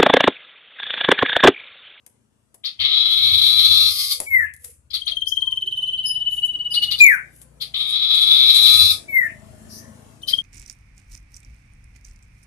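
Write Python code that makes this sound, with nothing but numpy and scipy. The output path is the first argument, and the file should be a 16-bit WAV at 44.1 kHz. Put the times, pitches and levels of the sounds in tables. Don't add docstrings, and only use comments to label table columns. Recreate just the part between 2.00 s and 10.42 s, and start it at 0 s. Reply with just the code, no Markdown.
import sys
import numpy as np
from scipy import signal
from scipy.fft import rfft, irfft, next_fast_len
from scipy.io import wavfile
from scipy.ndimage import uniform_filter1d

SR = 44100
rng = np.random.default_rng(int(sys.argv[2]) if len(sys.argv) > 2 else 0)


def to_wav(sig):
    pcm = np.clip(np.atleast_2d(sig), -1, 1) * 32767
    pcm = np.round(pcm).astype(np.int16)
    wavfile.write(sys.argv[1], SR, pcm.T)


N = 371322
TIME_S = np.arange(N) / SR

# (time [s], shaft rate [Hz], level [dB])
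MOTOR_RUNS = [
    [(0.6, 23, -79.5), (1.3, 23, -46.5), (2.2, 17.5, -59.5), (3.1, 15, -56.5), (4.0, 29.3, -56.5),
     (5.1, 29.4, -57), (5.7, 29.3, -59), (6.6, 27, -64)],
    [(5.9, 27.5, -73), (6.8, 27.2, -61), (7.3, 26.9, -54.5), (7.95, 26.7, -49.5), (8.25, 29, -60)],
]
# (shaft order, level [dB])
MOTOR_ORDERS = [
    [(2, 4), (3, -21), (4, -1), (5, 1.5), (6, -8.5), (8, -7.5)],
    [(3, 1), (4, 5), (5, 1.5), (6, -5), (7, -3), (8, 3), (9, -1), (10, -7.5), (11, -9.5)],
]
# (frequency [Hz], gain [dB])
EXHAUST_EQ = [(35, -28.5), (57, 2.5)]
# (frequency [Hz], gain [dB])
STREET_EQ = [(25, -26), (60, -0.5), (100, -3.5), (170, -11), (330, -9.5), (650, -16), (1300, -20.5),
             (4300, -31), (9900, -24), (15000, -45.5)]
# (time [s], level [dB])
STREET_LEVEL = [(0, -68), (2.8, -68.5), (3.5, -60), (5, -52.5), (5.5, -59), (6.5, -53), (7.9, -48),
                (8.42, -55.5)]
# (time [s], half length [s], centre [Hz], level [dB])
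HOLLOW_SWELLS = [(1.12, 0.056, 480, -64.5), (2.188, 0.042, 506.6, -55.5), (2.68, 0.05, 487, -61),
                 (3.13, 0.033, 644, -59), (3.48, 0.081, 1025, -58), (3.679, 0.048, 363, -56.5),
                 (4.15, 0.093, 771, -67), (7.295, 1, 635, -60.5), (7.813, 0.24, 221, -52),
                 (7.88, 0.11, 1070, -64.5), (7.854, 0.07, 1803, -59)]
# (time [s], half length [s], level [dB])
AIR_PUFFS = [(0.836, 0.043, -45), (1.314, 0.069, -37), (1.721, 0.15, -42.5), (2.381, 0.088, -49.5),
             (4.91, 0.075, -51.5), (6.825, 0.12, -41)]
# (left delay [s], right delay [s], gain [dB])
ECHOES = [(.0023, 0.0063, -26.5), (.0068, .0054, -10.5), (0.0128, .0102, -8.5), (.019, 0.025, -16.5),
          (.036, .033, -16.5), (0.051, 0.057, -22.5)]
# (frequency [Hz], T60 [s])
ROOM_T60 = [(200, 0.079), (1600, 0.28), (2400, 0.29), (4000, 0.18), (8000, 0.4), (14000, 0.11)]
# (time [s], half length [s], level [dB])
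SWISHES = [(2.666, 0.054, -50), (4.343, 0.042, -46.5), (5.363, 0.048, -58), (5.798, 0.04, -48),
           (5.89, 0.024, -41), (6.222, 0.036, -39.5), (6.769, 0.017, -28)]
# (time [s], tick [dB], thud [dB], tick decay [s])
KNOCKS = [(0.063, -45.5, -63, 0.0034), (0.542, -49, -59, 0.005), (2.202, -20, -34.5, 0.0021),
          (2.206, -44, -52.5, 0.035), (2.536, -46, -83, 0.0046), (2.563, -49, -84, 0.0026),
          (2.642, -37, -59.5, 0.007), (4.446, -43.5, -56.5, 0.012), (5.362, -54, -79, 0.003),
          (5.412, -49, -65, 0.011), (6.143, -38.5, -56, 0.015), (6.54, -30.5, -65, 0.027),
          (6.624, -29, -44, 0.011)]
# (frequency [Hz], gain [dB])
BAR_EQ = [(500, -40), (2000, -4), (4500, -9.5), (6500, -2.5), (11000, 12.5), (15000, -18)]
# (frequency [Hz], gain [dB])
WOOD_EQ = [(100, -9), (250, -10), (500, 1.5), (900, -2.5), (1600, -22), (4000, -36)]
# (start [s], length [s], first pitch [Hz], last pitch [Hz], level [dB], jitter [ratio])
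CHIRPS = [(3.265, 0.026, 4440, 6920, -34, 0.042), (4.048, 0.047, 5165, 5074, -28, 0.021),
          (4.699, 0.068, 5090, 4560, -35, 0.04), (7.675, 0.14, 5270, 5670, -45.5, 0.12)]
# (peak time [s], length [s], level [dB], peak pitch [Hz], hiss re voice [dB])
SCOLDS = [(0.659, 0.062, -22.5, 1347, -26.5), (0.81, 0.059, -20, 1222, -31), (2.909, 0.02, -33, 1407, -23),
          (2.946, 0.047, -22, 1345, -17.5), (3.082, 0.044, -22.5, 1271, -28),
          (4.748, 0.034, -20, 1401, -18.5), (4.832, 0.04, -22, 1367, -13), (4.916, 0.042, -21, 1326, -15),
          (4.995, 0.053, -24.5, 1392, -13), (5.621, 0.059, -27, 1343, -13.5),
          (8.291, 0.053, -23.5, 1542, -8)]
# (time [s], pitch [Hz], level [dB], left-right [dB], wall send [dB])
TRILLS = [
    [(2.971, 3195, -28, 17, -1), (3.08, 3211, -20, 36, 3), (3.42, 3145, -14, 19.5, 3),
     (3.65, 3084, -13.5, -3.5, -2.5), (3.83, 3034, -18, -7, 8.5), (4.25, 2985, -19.5, 4.5, 2),
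     (4.965, 2914, -18.5, 2, -8.5)],
    [(8.237, 3074, -27, 5, 1), (8.335, 3218, -7.5, 20, -3.5), (8.41, 3214, -19.5, 24, 7)],
]
# (time [s], boost [dB])
STRESSES = [(4.274, 4), (4.442, 7), (4.776, 8), (4.834, 7)]
# (harmonic, level [dB])
PIP_PARTIALS = [(2, -39), (3, -31.5), (4, -47), (5, -42)]
# (start [s], length [s], attack [s], first pitch [Hz], last pitch [Hz],
# bend [0 even slide, 1 hold then drop], peak [dB], croak [dB])
WHISTLES = [(2.26, 0.2, 0.081, 2294, 1683, 0.34, -9.5, -46), (4.99, 0.17, 0.021, 2477, 1471, 0.6, 0, -33.5),
            (7.079, 0.2, 0.081, 2294, 1729, 0.29, -10.5, -46.5)]
# (harmonic, level [dB])
WHISTLE_PARTIALS = [(2, -1.5), (3, -2.5), (4, 2.5), (5, -2), (6, 0.5), (7, -16)]
# (frequency [Hz], gain [dB])
WHISTLE_EQ = [(3300, -47), (4400, -48), (6000, -54), (8600, -39), (10200, -43), (12200, -26), (13400, -31),
              (15000, -44)]
# (start [s], hold [s], slack ending [s], first level [dB], top level [dB],
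# mid pitch [Hz], warble depth [ratio])
RASPS = [(0.835, 1.063, 0.24, -24, -16, 1246, 0.11), (5.738, 1.178, 0.022, -28.5, -14, 1234, 0.088)]
# (harmonic, firm level [dB], slack level [dB])
RASP_PARTIALS = [(1, -29.5, -27), (2, -20, -20), (3, 5, -1.5), (4, -15, 5), (5, -27.5, -15)]
# (frequency [Hz], gain [dB])
BEAK_EQ = [(1000, -9), (1260, 3), (1450, -6), (1750, -1), (2050, 6), (2450, -1.5), (2850, -6), (3300, -2.5),
           (3750, -3.5), (4250, -2), (4600, -2), (4950, -7), (5500, -9.5), (6500, -12)]
# (frequency [Hz], gain [dB])
HISS_EQ = [(4500, -41.5), (5800, -6.5), (7200, -14.5), (8700, -6.5), (10900, 1.5), (13400, -6.5),
           (15200, -19)]
# (time [s], level [dB])
RASP_HISS_LEVEL = [(0.84, -58), (1.03, -55), (1.11, -44.5), (1.28, -42.5), (1.42, -37.5), (1.75, -34.5),
                   (2.12, -30.5), (5.74, -61.5), (6.08, -52), (6.2, -44.5), (6.48, -40), (6.6, -32.5),
                   (6.76, -30), (6.94, -28.5)]
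# (frequency [Hz], left-right [dB])
PORT_BALANCE = [(4500, 3), (7000, 3.5), (11000, -4)]


def amp(db):
    return 10 ** (np.asarray(db) / 20)


def unit(x):
    return x / np.sqrt(np.mean(x ** 2) + 1e-20)


def bell(t, half_s):
    return np.exp(-(t / half_s) ** 2)


def follow(rows, t):
    times, *columns = np.transpose(rows)
    return [np.interp(t, times, column) for column in columns]


def spectrum_at(points, hz):
    knots_hz, values = np.transpose(points)
    return np.interp(np.log(hz + 1), np.log(knots_hz), values)


def colour(x, eq):
    size = next_fast_len(x.shape[-1] + 2048)
    gain = amp(spectrum_at(eq, np.fft.rfftfreq(size, 1 / SR)))
    return irfft(rfft(x, size) * gain, size)[..., :x.shape[-1]]


def drift(size, rate_hz):
    knots = rng.standard_normal(int(size / SR * rate_hz) + 3)
    return np.interp(np.arange(size) / SR * rate_hz, np.arange(len(knots)), knots)


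def resonate(x, hz, width_hz):
    carrier = np.exp(2j * np.pi * np.cumsum(np.full(len(x), hz)) / SR)
    r = np.exp(-np.pi * width_hz / SR)
    return 2 * (carrier * signal.lfilter([(1 - r) ** 2], [1, -2 * r, r * r], x / carrier)).real


def band(x, hz, width_hz):
    carrier = np.exp(2j * np.pi * np.cumsum(np.full(len(x), hz)) / SR)
    lowpass = signal.butter(2, width_hz / 2, fs=SR, output="sos")
    return 2 * (carrier * signal.sosfilt(lowpass, x / carrier)).real


def tone(hz, partials=((1, 0),)):
    phase = 2 * np.pi * np.cumsum(hz) / SR
    return sum(amp(db) * np.sin(round(k) * phase) for k, db in partials)


def patchy(x, depth_db=3.2):
    bins = signal.stft(x, nperseg=2048)[2]
    patches = uniform_filter1d(rng.standard_normal(bins.shape[1:]), size=6, axis=0)
    patches = unit(uniform_filter1d(patches, size=7, axis=1))
    return signal.istft(bins * amp(depth_db * patches), nperseg=2048)[1][:, :N]


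def add(mix, start_s, sound, pan_db, send_db):
    part = mix[:, max(round(start_s * SR), 0):][:, :len(sound)]
    sides = amp([pan_db / 2, -pan_db / 2])
    part += np.append(sides / sides.mean(), amp(send_db))[:, None] * sound[:part.shape[1]]


def motor(run, orders):
    shaft_hz, db = follow(run, TIME_S)
    hum = unit(tone(shaft_hz * (1 + 0.0011 * drift(N, 21)), orders))
    return colour(hum, EXHAUST_EQ) * amp(db + drift(N, 5.6))


def outdoors(coherence=0.16, hollow_width_ratio=0.17, pan_db=3.0):
    motors = sum(motor(run, orders) for run, orders in zip(MOTOR_RUNS, MOTOR_ORDERS))
    common = np.sqrt(coherence) * rng.standard_normal(N)
    noise = common + np.sqrt(1 - coherence) * rng.standard_normal((2, N))
    street = unit(colour(patchy(noise), STREET_EQ))
    street *= amp(follow(STREET_LEVEL, TIME_S)[0] + drift(N, 14))
    puffs = sum(amp(db) * bell(TIME_S - at_s, half_s) for at_s, half_s, db in AIR_PUFFS)
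    air = puffs * unit(resonate(rng.standard_normal(N), hz=90, width_hz=33))
    hollow = sum(amp(db) * bell(TIME_S - at_s, half_s)
                 * unit(resonate(noise[0], hz, hollow_width_ratio * hz))
                 for at_s, half_s, hz, db in HOLLOW_SWELLS)
    return (motors + street + air + hollow) * amp([[pan_db / 2], [-pan_db / 2]])


def walls(send, tail_db=-12, pan_db=3.5, build_s=0.02):
    hz, t, bins = signal.stft(rng.standard_normal((2, SR // 2)), SR, nperseg=256)
    bins = bins * amp(-60 * t / spectrum_at(ROOM_T60, hz)[:, None]) * (1 - np.exp(-t / build_s))
    response = signal.istft(bins, SR, nperseg=256)[1]
    response *= amp(tail_db) / np.linalg.norm(response[0])
    for left_s, right_s, db in ECHOES:
        response[[0, 1], [round(left_s * SR), round(right_s * SR)]] += amp(db)
    return signal.fftconvolve(send[None], response, axes=1)[:, :N] * amp([[pan_db / 2], [-pan_db / 2]])


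def wings(grain_db=5):
    mix = np.zeros((3, N))
    envelope = sum(amp(db) * bell(TIME_S - at_s, half_s) for at_s, half_s, db in SWISHES)
    grains = rng.standard_normal(N) * amp(grain_db * drift(N, 340))
    add(mix, 0, envelope * unit(colour(grains, BAR_EQ)), pan_db=4, send_db=8)
    return mix


def cage_knocks():
    mix = np.zeros((3, N))
    t = np.arange(0, .2, 1 / SR)
    for start_s, tick_db, thud_db, decay_s in KNOCKS:
        claw, frame = rng.standard_normal((2, len(t)))
        scrape = unit(colour(claw * amp(1.7 * drift(len(t), 590)), BAR_EQ))
        tick = 4.2 * scrape * np.exp(-t / decay_s) * (1 - np.exp(-2 * t / decay_s))
        thud = unit(colour(frame, WOOD_EQ)) * np.exp(-t / (decay_s + 0.015))
        add(mix, start_s, amp(tick_db) * tick + amp(thud_db) * thud, pan_db=13, send_db=-2)
    return mix


def chirps():
    mix = np.zeros((3, N))
    for start_s, length_s, first_hz, last_hz, db, jitter in CHIRPS:
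        size = int(length_s * SR)
        hz = np.linspace(first_hz, last_hz, size) * (1 + jitter * drift(size, 1376))
        note = tone(hz, [(1, -5.5), (2, -7), (3, -20)]) * signal.windows.tukey(size, .6)
        add(mix, start_s, amp(db) * note, pan_db=33, send_db=13.5)
    return mix


def warble(t, pitch_hz, rate_hz, depth, jitter, slack, throb_db=2, shimmer_db=3.45):
    cycles = np.cumsum(rate_hz * (1 + 0.009 * drift(len(t), 120))) / SR
    crest = np.cos(2 * np.pi * cycles)
    swing = depth * crest * (1 + 0.21 * drift(len(t), 240))
    hz = pitch_hz * (1 + swing + jitter * drift(len(t), 1600))
    throb = amp(throb_db * crest + shimmer_db * drift(len(t), 120))
    partials = [(k, firm_db + (slack_db - firm_db) * slack) for k, firm_db, slack_db in RASP_PARTIALS]
    voice = colour(throb * tone(hz, partials), BEAK_EQ)
    hiss = colour(throb * rng.standard_normal(len(t)), HISS_EQ)
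    return unit(voice), unit(hiss)


def scolds(attack_share=0.4, pitch_arch=0.15):
    mix = np.zeros((3, N))
    for peak_s, length_s, db, peak_hz, hiss_db in SCOLDS:
        t = np.arange(0, length_s, 1 / SR)
        rise_s = attack_share * length_s
        swell = np.sin(np.interp(t, [0, rise_s, length_s], [0, np.pi / 2, np.pi])) ** 2
        hz = peak_hz * (1 - pitch_arch * (1 - swell))
        voice, hiss = warble(t, hz, rate_hz=131, depth=0.094, jitter=0.115, slack=0)
        burst = amp(db) * swell * (voice + amp(hiss_db) * hiss)
        add(mix, peak_s - rise_s, burst, pan_db=8.5, send_db=4.5)
    return mix


def pip_times(trill, quick_gap_s, tired_gap_s, tires_after_s=0.911, tiring_s=0.14):
    start_s, end_s = trill[0][0], trill[-1][0]
    age_s = np.arange(0, end_s - start_s, quick_gap_s)
    age_s += np.maximum(age_s - tires_after_s, 0) * (tired_gap_s / quick_gap_s - 1)
    age_s = age_s[age_s < end_s - start_s]
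    tired = 1 / (1 + np.exp((tires_after_s - age_s) / tiring_s))
    return zip(start_s + age_s, tired)


def pip(t, hz, db, tired, quick_half_s=0.0055, tired_half_s=0.017, dulling_db=-9):
    u = t / (quick_half_s + (tired_half_s - quick_half_s) * tired)
    glide = 0.012 * (1 - np.exp(-np.maximum(u, -1.6)))
    pitch_hz = hz * (1 + glide + 0.011 * drift(len(t), 503.5))
    fundamental = amp(db) * tone(pitch_hz) / np.cosh(2.1 * u)
    overtone_db = -12 + dulling_db * tired + 2 * rng.standard_normal()
    overtones = amp(overtone_db) * tone(pitch_hz, PIP_PARTIALS) * bell(t + 0.0083, half_s=0.0072)
    return (fundamental + overtones) * signal.windows.tukey(len(t), .3)


def trills(quick_gap_s=0.0506, tired_gap_s=0.056, scatter_db=0.3, left_lag_samples=5,
           catch_db=-45, catch_hz=3850, catch_hz_per_s=110000, lead_s=0.017, lag_s=0.0035):
    mix = np.zeros((3, N))
    t = np.arange(-.03, .03, 1 / SR)
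    for trill in TRILLS:
        for at_s, tired in pip_times(trill, quick_gap_s, tired_gap_s):
            hz, db, pan_db, send_db = follow(trill, at_s)
            db += scatter_db * tired * rng.standard_normal()
            db += sum(boost for stress_s, boost in STRESSES if abs(stress_s - at_s) < tired_gap_s / 2)
            start_s = at_s + t[0]
            add(mix, start_s, pip(t, hz, db, tired), pan_db, send_db)
            sweep_hz = catch_hz + catch_hz_per_s * t + 300 * drift(len(t), 1400)
            catch = amp(catch_db + 2 * rng.standard_normal()) * tone(sweep_hz) * bell(t, half_s=0.0034)
            add(mix, start_s - lead_s, catch, pan_db, send_db)
            add(mix, start_s + lag_s, tired * amp(-3) * catch, pan_db, send_db)
    mix[0] = np.roll(mix[0], left_lag_samples)
    return mix


def croak(hz, width_hz=950, half_s=0.037):
    t = np.arange(-.08, .08, 1 / SR)
    noise = band(rng.standard_normal(len(t)), hz, width_hz)
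    return unit(band(noise, hz, width_hz)) * bell(t, half_s)


def whistles(pure_share=0.54, hold_s=0.014, fade_db_per_s=134, release_s=0.0083,
             lead_db=-27, hiss_db=-41, flicker_db=3, croak_lag_s=0.02):
    mix = np.zeros((3, N))
    for start_s, length_s, attack_s, first_hz, last_hz, bend, db, croak_db in WHISTLES:
        t = np.arange(0, length_s, 1 / SR)
        u = t / length_s
        late_drop = np.sin(np.pi / 2 * u ** 1.8) ** 2
        fray = np.clip((u - pure_share) / (1 - pure_share) * 2, 0, 1)
        hz = first_hz + (last_hz - first_hz) * ((1 - bend) * u + bend * late_drop)
        hz *= 1 + 0.003 * drift(len(t), 200) + 0.021 * fray * drift(len(t), 1100)
        swell = np.minimum(t / attack_s, 1) ** 3.74
        swell *= amp(-fade_db_per_s * np.maximum(t - attack_s - hold_s, 0))
        lead = amp(lead_db) * bell(t - 0.018, half_s=0.011)
        overtones = colour(tone(hz, WHISTLE_PARTIALS), WHISTLE_EQ) * swell ** 0.33
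        overtones *= amp(-10 * fray + flicker_db * drift(len(t), 150))
        hiss = amp(hiss_db) * fray * unit(colour(rng.standard_normal(len(t)), HISS_EQ))
        note = (amp(db) * swell + lead) * tone(hz) + amp(db) * (overtones + hiss)
        release = np.minimum((length_s - t) / release_s, 1)
        add(mix, start_s, release * note, pan_db=4.5, send_db=-2)
        croak_peak_s = start_s + length_s + croak_lag_s
        add(mix, croak_peak_s - .08, amp(croak_db) * croak(1.28 * last_hz), pan_db=10.5, send_db=-5.5)
    return mix


def rasps(gain_db=1.5, edge_s=0.0073, settle_s=0.11, scoop_hz=40.9, climb_hz=66.7,
          slacken_s=0.021, slack_db=-12, slack_drop_hz=107.7,
          buzz_hz=125, fastest_at_s=0.57, sag_hz_per_s2=16):
    mix = np.zeros((3, N))
    for start_s, hold_s, ending_s, first_db, top_db, mid_hz, depth in RASPS:
        t = np.arange(0, hold_s + ending_s, 1 / SR)
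        u = np.minimum(t / hold_s, 1)
        slack = np.clip((t - hold_s) / slacken_s + .5, 0, 1)
        unsettled = bell(t, settle_s)
        effort_db = gain_db + top_db + (first_db - top_db) * (1 - u) ** 1.74 + slack_db * slack
        rate_hz = buzz_hz - sag_hz_per_s2 * (t - fastest_at_s) ** 2
        pitch_hz = mid_hz + climb_hz * (u ** 2 - .5) - scoop_hz * unsettled - slack_drop_hz * slack
        jitter = 0.018 + 0.055 * (unsettled + 0.45 * slack)
        strain = 0.44 * u ** 4
        voice, hiss = warble(t, pitch_hz, rate_hz, depth, jitter, np.maximum(slack, strain))
        fade = np.clip(np.minimum(t, t[-1] - t) / edge_s, 0, 1)
        hiss_db = follow(RASP_HISS_LEVEL, start_s + t)[0]
        add(mix, start_s, fade * amp(effort_db) * voice, pan_db=5, send_db=5)
        add(mix, start_s, fade * amp(hiss_db) * hiss, pan_db=0.5, send_db=7)
    return mix


def scene():
    near = rasps() + scolds() + whistles() + trills() + chirps() + cage_knocks() + wings()
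    return near[:2] + walls(near[2]) + outdoors()


def record(dry, left_lag_samples=7, cutoff_hz=15400):
    left = colour(dry[0], [(hz, db / 2) for hz, db in PORT_BALANCE])
    right = colour(dry[1], [(hz, -db / 2) for hz, db in PORT_BALANCE])
    ports = np.array([np.pad(left, (left_lag_samples, 0))[:N], right])
    clipped = ports / (1 + ports ** 12) ** (1 / 12)
    lowpass = signal.firwin(301, cutoff_hz, window=("kaiser", 8), fs=SR)
    return signal.oaconvolve(clipped, lowpass[None], "same")


dry = scene()
out = record(dry)
to_wav(out)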